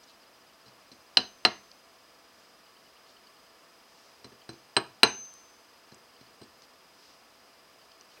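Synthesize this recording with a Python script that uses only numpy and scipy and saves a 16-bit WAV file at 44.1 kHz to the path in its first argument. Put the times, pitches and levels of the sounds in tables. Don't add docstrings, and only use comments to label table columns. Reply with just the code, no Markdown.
import sys
import numpy as np
from scipy import signal
from scipy.fft import rfft, irfft, next_fast_len
from scipy.io import wavfile
from scipy.ndimage import uniform_filter1d

SR = 44100
rng = np.random.default_rng(int(sys.argv[2]) if len(sys.argv) > 2 else 0)


def generate_wav(sig):
    pcm = np.round(np.clip(np.atleast_2d(sig).T, -1, 1) * 32767).astype(np.int16)
    wavfile.write(sys.argv[1], SR, pcm)


N = 361619


def amp(db):
    return 10 ** (np.asarray(db) / 20)


def unit(x):
    return x / np.sqrt(np.mean(x ** 2) + 1e-20)


def along(points, hz):
    f, v = np.transpose(points)
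    return np.interp(np.log(hz + 1), np.log(f + 1), v)


def filtered(x, response):
    padded = next_fast_len(len(x) + 8192)
    spectrum = rfft(x, padded) * response(np.fft.rfftfreq(padded, 1 / SR))
    return irfft(spectrum, padded)[:len(x)]


def noise(spectrum, size):
    white = rng.standard_normal(size)
    return unit(filtered(white, lambda hz: amp(along(spectrum, hz))))


def burst(spectrum, envelope):
    shaped = noise(spectrum, len(envelope)) * envelope
    return unit(shaped) * np.sqrt(np.mean(envelope ** 2))


def mode(t, hz, t60):
    return amp(-60 * t / t60) * np.sin(2 * np.pi * (hz * t + rng.random()))


def add(track, s, sound):
    part = track[max(round(s * SR), 0):][:len(sound)]
    part += sound[:len(part)]


# (frequency [Hz], relative level [dB per Hz])
AIR = [(20, -33.5), (50, -12.5), (130, -12.5), (230, -5.5), (480, -4.5), (670, -4), (880, -5), (1170, -2.5),
       (1500, -7.5), (2100, -9.5), (2900, -9.5), (3800, -13.5), (4700, -10.5), (5700, -13), (7200, -20),
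       (15500, -24)]
# (frequency [Hz], rms level [dB])
HUM = [(489.9, -77), (667.5, -74), (1733, -77.5)]


def background():
    t = np.arange(N) / SR
    tones = np.zeros(N)
    for hz, db in HUM:
        drift = np.cumsum(rng.standard_normal(N)) * np.sqrt(6 / SR)
        tones += amp(db) * np.sqrt(2) * np.sin(2 * np.pi * hz * t + drift)
    return amp(-59) * noise(AIR, N) + tones


# (frequency [Hz], peak level [dB])
WHINE = [(4982, -63), (8000, -77)]


def whine(on_time=0.027):
    t = np.arange(N) / SR
    step_up = 4 / 3
    since_frame = np.where(t < step_up, t % (1 / 15), (t - step_up) % (1 / 20))
    gate = uniform_filter1d((since_frame < on_time) * 1., size=130)
    return gate * sum(amp(db) * np.sin(2 * np.pi * hz * t) for hz, db in WHINE)


# (frequency [Hz], t60 [s])
ROOM_T60 = [(100, 0.59), (300, 0.23), (1200, 0.28), (4000, .29), (9000, 0.22)]
# (frequency [Hz], level [dB])
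ROOM_DB = [(120, -7.5), (240, -10.5), (400, -6.5), (1200, -10), (2200, -10.5), (2900, -15), (3600, -13.5),
           (4090, -18.5), (4700, -14), (8400, -16.5), (14000, -22.5)]


def room(x):
    hz, t, grains = signal.stft(rng.standard_normal(SR * 3 // 5), SR, nperseg=256)
    t60 = along(ROOM_T60, hz)[:, None]
    even_energy = np.sqrt(np.log(1e6) / (t60 * SR))
    gain = amp(along(ROOM_DB, hz))[:, None] * even_energy
    tail = signal.istft(grains * gain * amp(-60 * t / t60), SR, nperseg=256)[1]
    build_up = np.clip(np.arange(len(tail)) / SR / 0.013, 0, 1) ** 2
    return signal.fftconvolve(x, tail * build_up)[:len(x)]


def touches(rows, skirt_db):
    out = np.zeros(N)
    for s, db, hz, length in rows:
        band = [(hz / 8, 2 * skirt_db), (hz / 2, skirt_db), (hz, 0), (hz * 1.13, -3), (hz * 2, 2 * skirt_db)]
        swell = np.hanning(max(round(length * SR), 16))
        add(out, s, amp(db) * burst(band, swell))
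    return out


# (time [s], level [dB], pitch [Hz], length [s])
TICKS = [(.026, -56, 5400, 0.026), (1.7122, -47.5, 4730, 0.0082), (5.253, -56, 4400, 0.0063),
         (5.338, -49, 7800, 0.0034), (5.944, -51, 6600, 0.005), (6.619, -50, 4950, 0.0048),
         (7.916, -53, 4420, .005), (8.0095, -45, 5600, 0.0035)]
# (time [s], level [dB], pitch [Hz], length [s])
RUBS = [(.06, -59, 4300, 0.074), (2.25, -69, 5430, .3), (3.06, -61, 4600, 0.084), (3.76, -65.5, 5260, 0.53),
        (6.61, -62, 4980, 0.06), (6.88, -62, 4960, 0.37), (8.07, -63.5, 4670, 0.137),
        (8.155, -59, 2430, 0.037), (8.155, -60.5, 500, 0.054)]


def fingers():
    handling = touches(TICKS, skirt_db=-16.5) + touches(RUBS, skirt_db=-13.5)
    return handling + room(handling)


# (first time [s], last time [s], level [dB])
FOCUS = [(.228, .27, -65.5), (.49, .53, -70), (2.66, 3.21, -66), (3.265, 3.3, -62), (3.36, 3.51, -66),
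         (4.411, 4.45, -63.5), (6.158, 6.3, -64), (7.81, 8.16, -65.5)]
# (frequency [Hz], relative level [dB])
LENS = [(3000, 3), (4600, 2.5)]


def lens(step=.1, length=.018):
    out = np.zeros(N)
    swell = np.hanning(round(length * SR))
    for first, last, db in FOCUS:
        for s in np.arange(first, last, step):
            for hz, level in LENS:
                band = [(hz * .8, -40), (hz * .96, 0), (hz * 1.04, 0), (hz * 1.2, -40)]
                uneven_db = 2 * rng.normal()
                add(out, s, amp(db + level + uneven_db) * burst(band, swell))
    return out


# (frequency [Hz], relative level [dB], t60 [s])
TABLE = [(76, -12.5, .2), (126, -4.5, 0.15), (210.7, -3, 0.16), (254.4, -1.5, 0.11), (335.4, -4.5, 0.17),
         (391.6, 2, 0.092), (450, -3, 0.046), (647, -10.5, 0.12), (697.5, -7, 0.094), (910, -5.5, 0.045),
         (981, -2.5, 0.06), (1107, -11.5, 0.14), (1249, -5, 0.063), (1364, -7.5, 0.1), (1560, -3, 0.044),
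         (1704, -1.5, 0.055)]
# (frequency [Hz], relative level [dB per Hz])
BOOM = [(25, -29.5), (60, -27), (120, -2.5), (165, -24), (210, -11.5), (300, 1), (500, -4), (1000, -48.5)]
# (frequency [Hz], relative level [dB per Hz])
KNOCK = [(250, -23.5), (400, -5), (540, -12), (680, 5.5), (1000, 1), (1650, -3), (1950, -6.5), (3000, -5),
         (7000, -38.5), (12000, -64)]


def table(t, boom_db, thud_db, knock_db, scatter_db=1.52, cutoff_hz=95):
    deep_db = 0.72 * boom_db - 9.5
    # (frequency [Hz], level [dB])
    force = [(130, deep_db), (200, boom_db), (260, boom_db), (330, thud_db), (450, thud_db), (630, knock_db)]
    modes = np.zeros(len(t))
    for hz, db, t60 in TABLE:
        mode_db = along(force, hz) + db + scatter_db * rng.normal()
        modes += amp(mode_db) * mode(t, hz, t60)
    boom = amp(boom_db - 4.0) * burst(BOOM, amp(-60 * t / 0.13))
    knock = amp(knock_db - 2.5) * burst(KNOCK, amp(-60 * t / 0.073))
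    wood = (amp(-4.0) * modes + boom + knock) * (1 - np.exp(-t / 0.00084))
    return signal.sosfilt(signal.butter(2, cutoff_hz, "highpass", fs=SR, output="sos"), wood)


# (frequency [Hz], level against the crack [dB], t60 [s])
STEEL = [(2455, -22.5, 0.0503), (2785, -11.5, 0.045), (2983, 1, 0.016), (4117, -1, 0.0057),
         (4600, -2, .008), (5180, -17, 0.025), (9410, -34, .05)]
# (frequency [Hz], relative level [dB per Hz])
CRACK = [(500, -26), (1900, -11), (2400, -3), (2950, 3), (3450, -14), (4000, 2), (4700, 0), (5500, -16),
         (7000, -33), (9000, -32), (15000, -63.5)]
# (frequency [Hz], t60 [s])
PING, OVERTONE = (4088, 0.054), (8374, 0.039)


def steel(t, crack_db, ping_db, overtone_db, give=0.0015):
    u = t / give
    crack = amp(-1.5) * burst(CRACK, (u * np.exp(1 - u)) ** 2)
    short = sum(amp(db) * mode(t, hz, t60) for hz, db, t60 in STEEL)
    ping = amp(ping_db) * mode(t, *PING) + amp(overtone_db) * mode(t, *OVERTONE)
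    onset = 1 - np.exp(-u ** 2)
    return amp(crack_db) * crack + (amp(crack_db) * short + ping) * onset


# (frequency [Hz], relative level [dB per Hz])
CHATTER = [(1200, -26.5), (2200, -2), (3600, -7), (4700, 5.5), (5400, 1.5), (6300, -6), (7500, -24.5),
           (12000, -42)]


def chatter(t, crack_db, length=0.072):
    buzz_db = 0.47 * crack_db - 24.5
    envelope = amp(-60 * t / length) * (1 - np.exp(-t / .0005))
    return amp(buzz_db) * burst(CHATTER, envelope)


def answer_db(law, drive_db):
    full_db, growth = law
    return full_db + growth * drive_db


# (level at 0 dB drive [dB], growth [dB per dB of drive])
BOOM_LAW, THUD_LAW = (-15.5, 0.6), (-15, .79)
PING_LAW, RING_LAW = (-2, 0.77), (-49.5, .48)
OVERTONE_DB = -23.5
STEEP_OVERTONE_DB, STEEP_THUD_DB = 21.5, 11
REBOUND_BOOM = 0.18


def contact(t, force_db, crack_db, steepness, rebound_db):
    boom_db = answer_db(BOOM_LAW, force_db) + REBOUND_BOOM * rebound_db
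    thud_db = answer_db(THUD_LAW, force_db) + STEEP_THUD_DB * steepness
    ping_db = answer_db(PING_LAW, crack_db)
    overtone_db = ping_db + OVERTONE_DB + STEEP_OVERTONE_DB * steepness
    wood = table(t, boom_db, thud_db, force_db)
    return wood + steel(t, crack_db, ping_db, overtone_db) + chatter(t, crack_db)


# (frequency [Hz], t60 [s])
RING = (6202.5, 1)


def long_ring(t, ring_db, swell_db=5.0, swell_width=0.057):
    hz, t60 = RING
    rebound = 0.189 * amp((ring_db + 35.5) / 3)
    swell = swell_db * np.exp(-((t - rebound) / swell_width) ** 2)
    return amp(ring_db + swell) * mode(t, hz, t60) * (1 - np.exp(-t / 0.0018))


BLOWS = [(.660, -67, 0, .2, -2), (.680, -73, 6, 0, -5.5), (.916, -61.5, 4.5, 0.48, 4),
         (1.1704, -23, 15, 0.04, -0.5), (1.4499, -16.5, 9.5, 0, -1), (4.2436, -48, -4, 0.7, 1.5),
         (4.320, -57.5, -24, 1, -28), (4.4904, -44.5, -1, .8, 4.5), (4.530, -65.5, -1.5, 0.12, -7.5),
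         (4.7657, -18.5, 3.5, 0.96, -18), (5.0313, -12.5, 8.5, .6, 17), (5.918, -57, -10, 0.16, 3),
         (6.208, -62.5, -4, 0.54, -5), (6.414, -51.5, -13, 1, -6), (6.431, -68.5, 4, 1, -3)]


def hammer():
    out, t = np.zeros(N), np.arange(SR) / SR
    for s, force_db, hardness_db, steepness, rebound_db in BLOWS:
        crack_db = force_db + hardness_db
        blow = contact(t, force_db, crack_db, np.clip(steepness, 0, 1), rebound_db)
        ring = long_ring(t, answer_db(RING_LAW, crack_db) + rebound_db)
        add(out, s, blow + room(blow) + ring)
    return out


def scene():
    return (background() + whine() + fingers() + lens() + hammer())[None]


OVERLOAD, KNEE = 0.71, 11
TOP_HZ = 15900


def record(dry):
    clipped = dry / (1 + np.abs(dry / OVERLOAD) ** KNEE) ** (1 / KNEE)
    return np.array([filtered(x, lambda hz: hz < TOP_HZ) for x in clipped])


dry = scene()
out = record(dry)
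generate_wav(out)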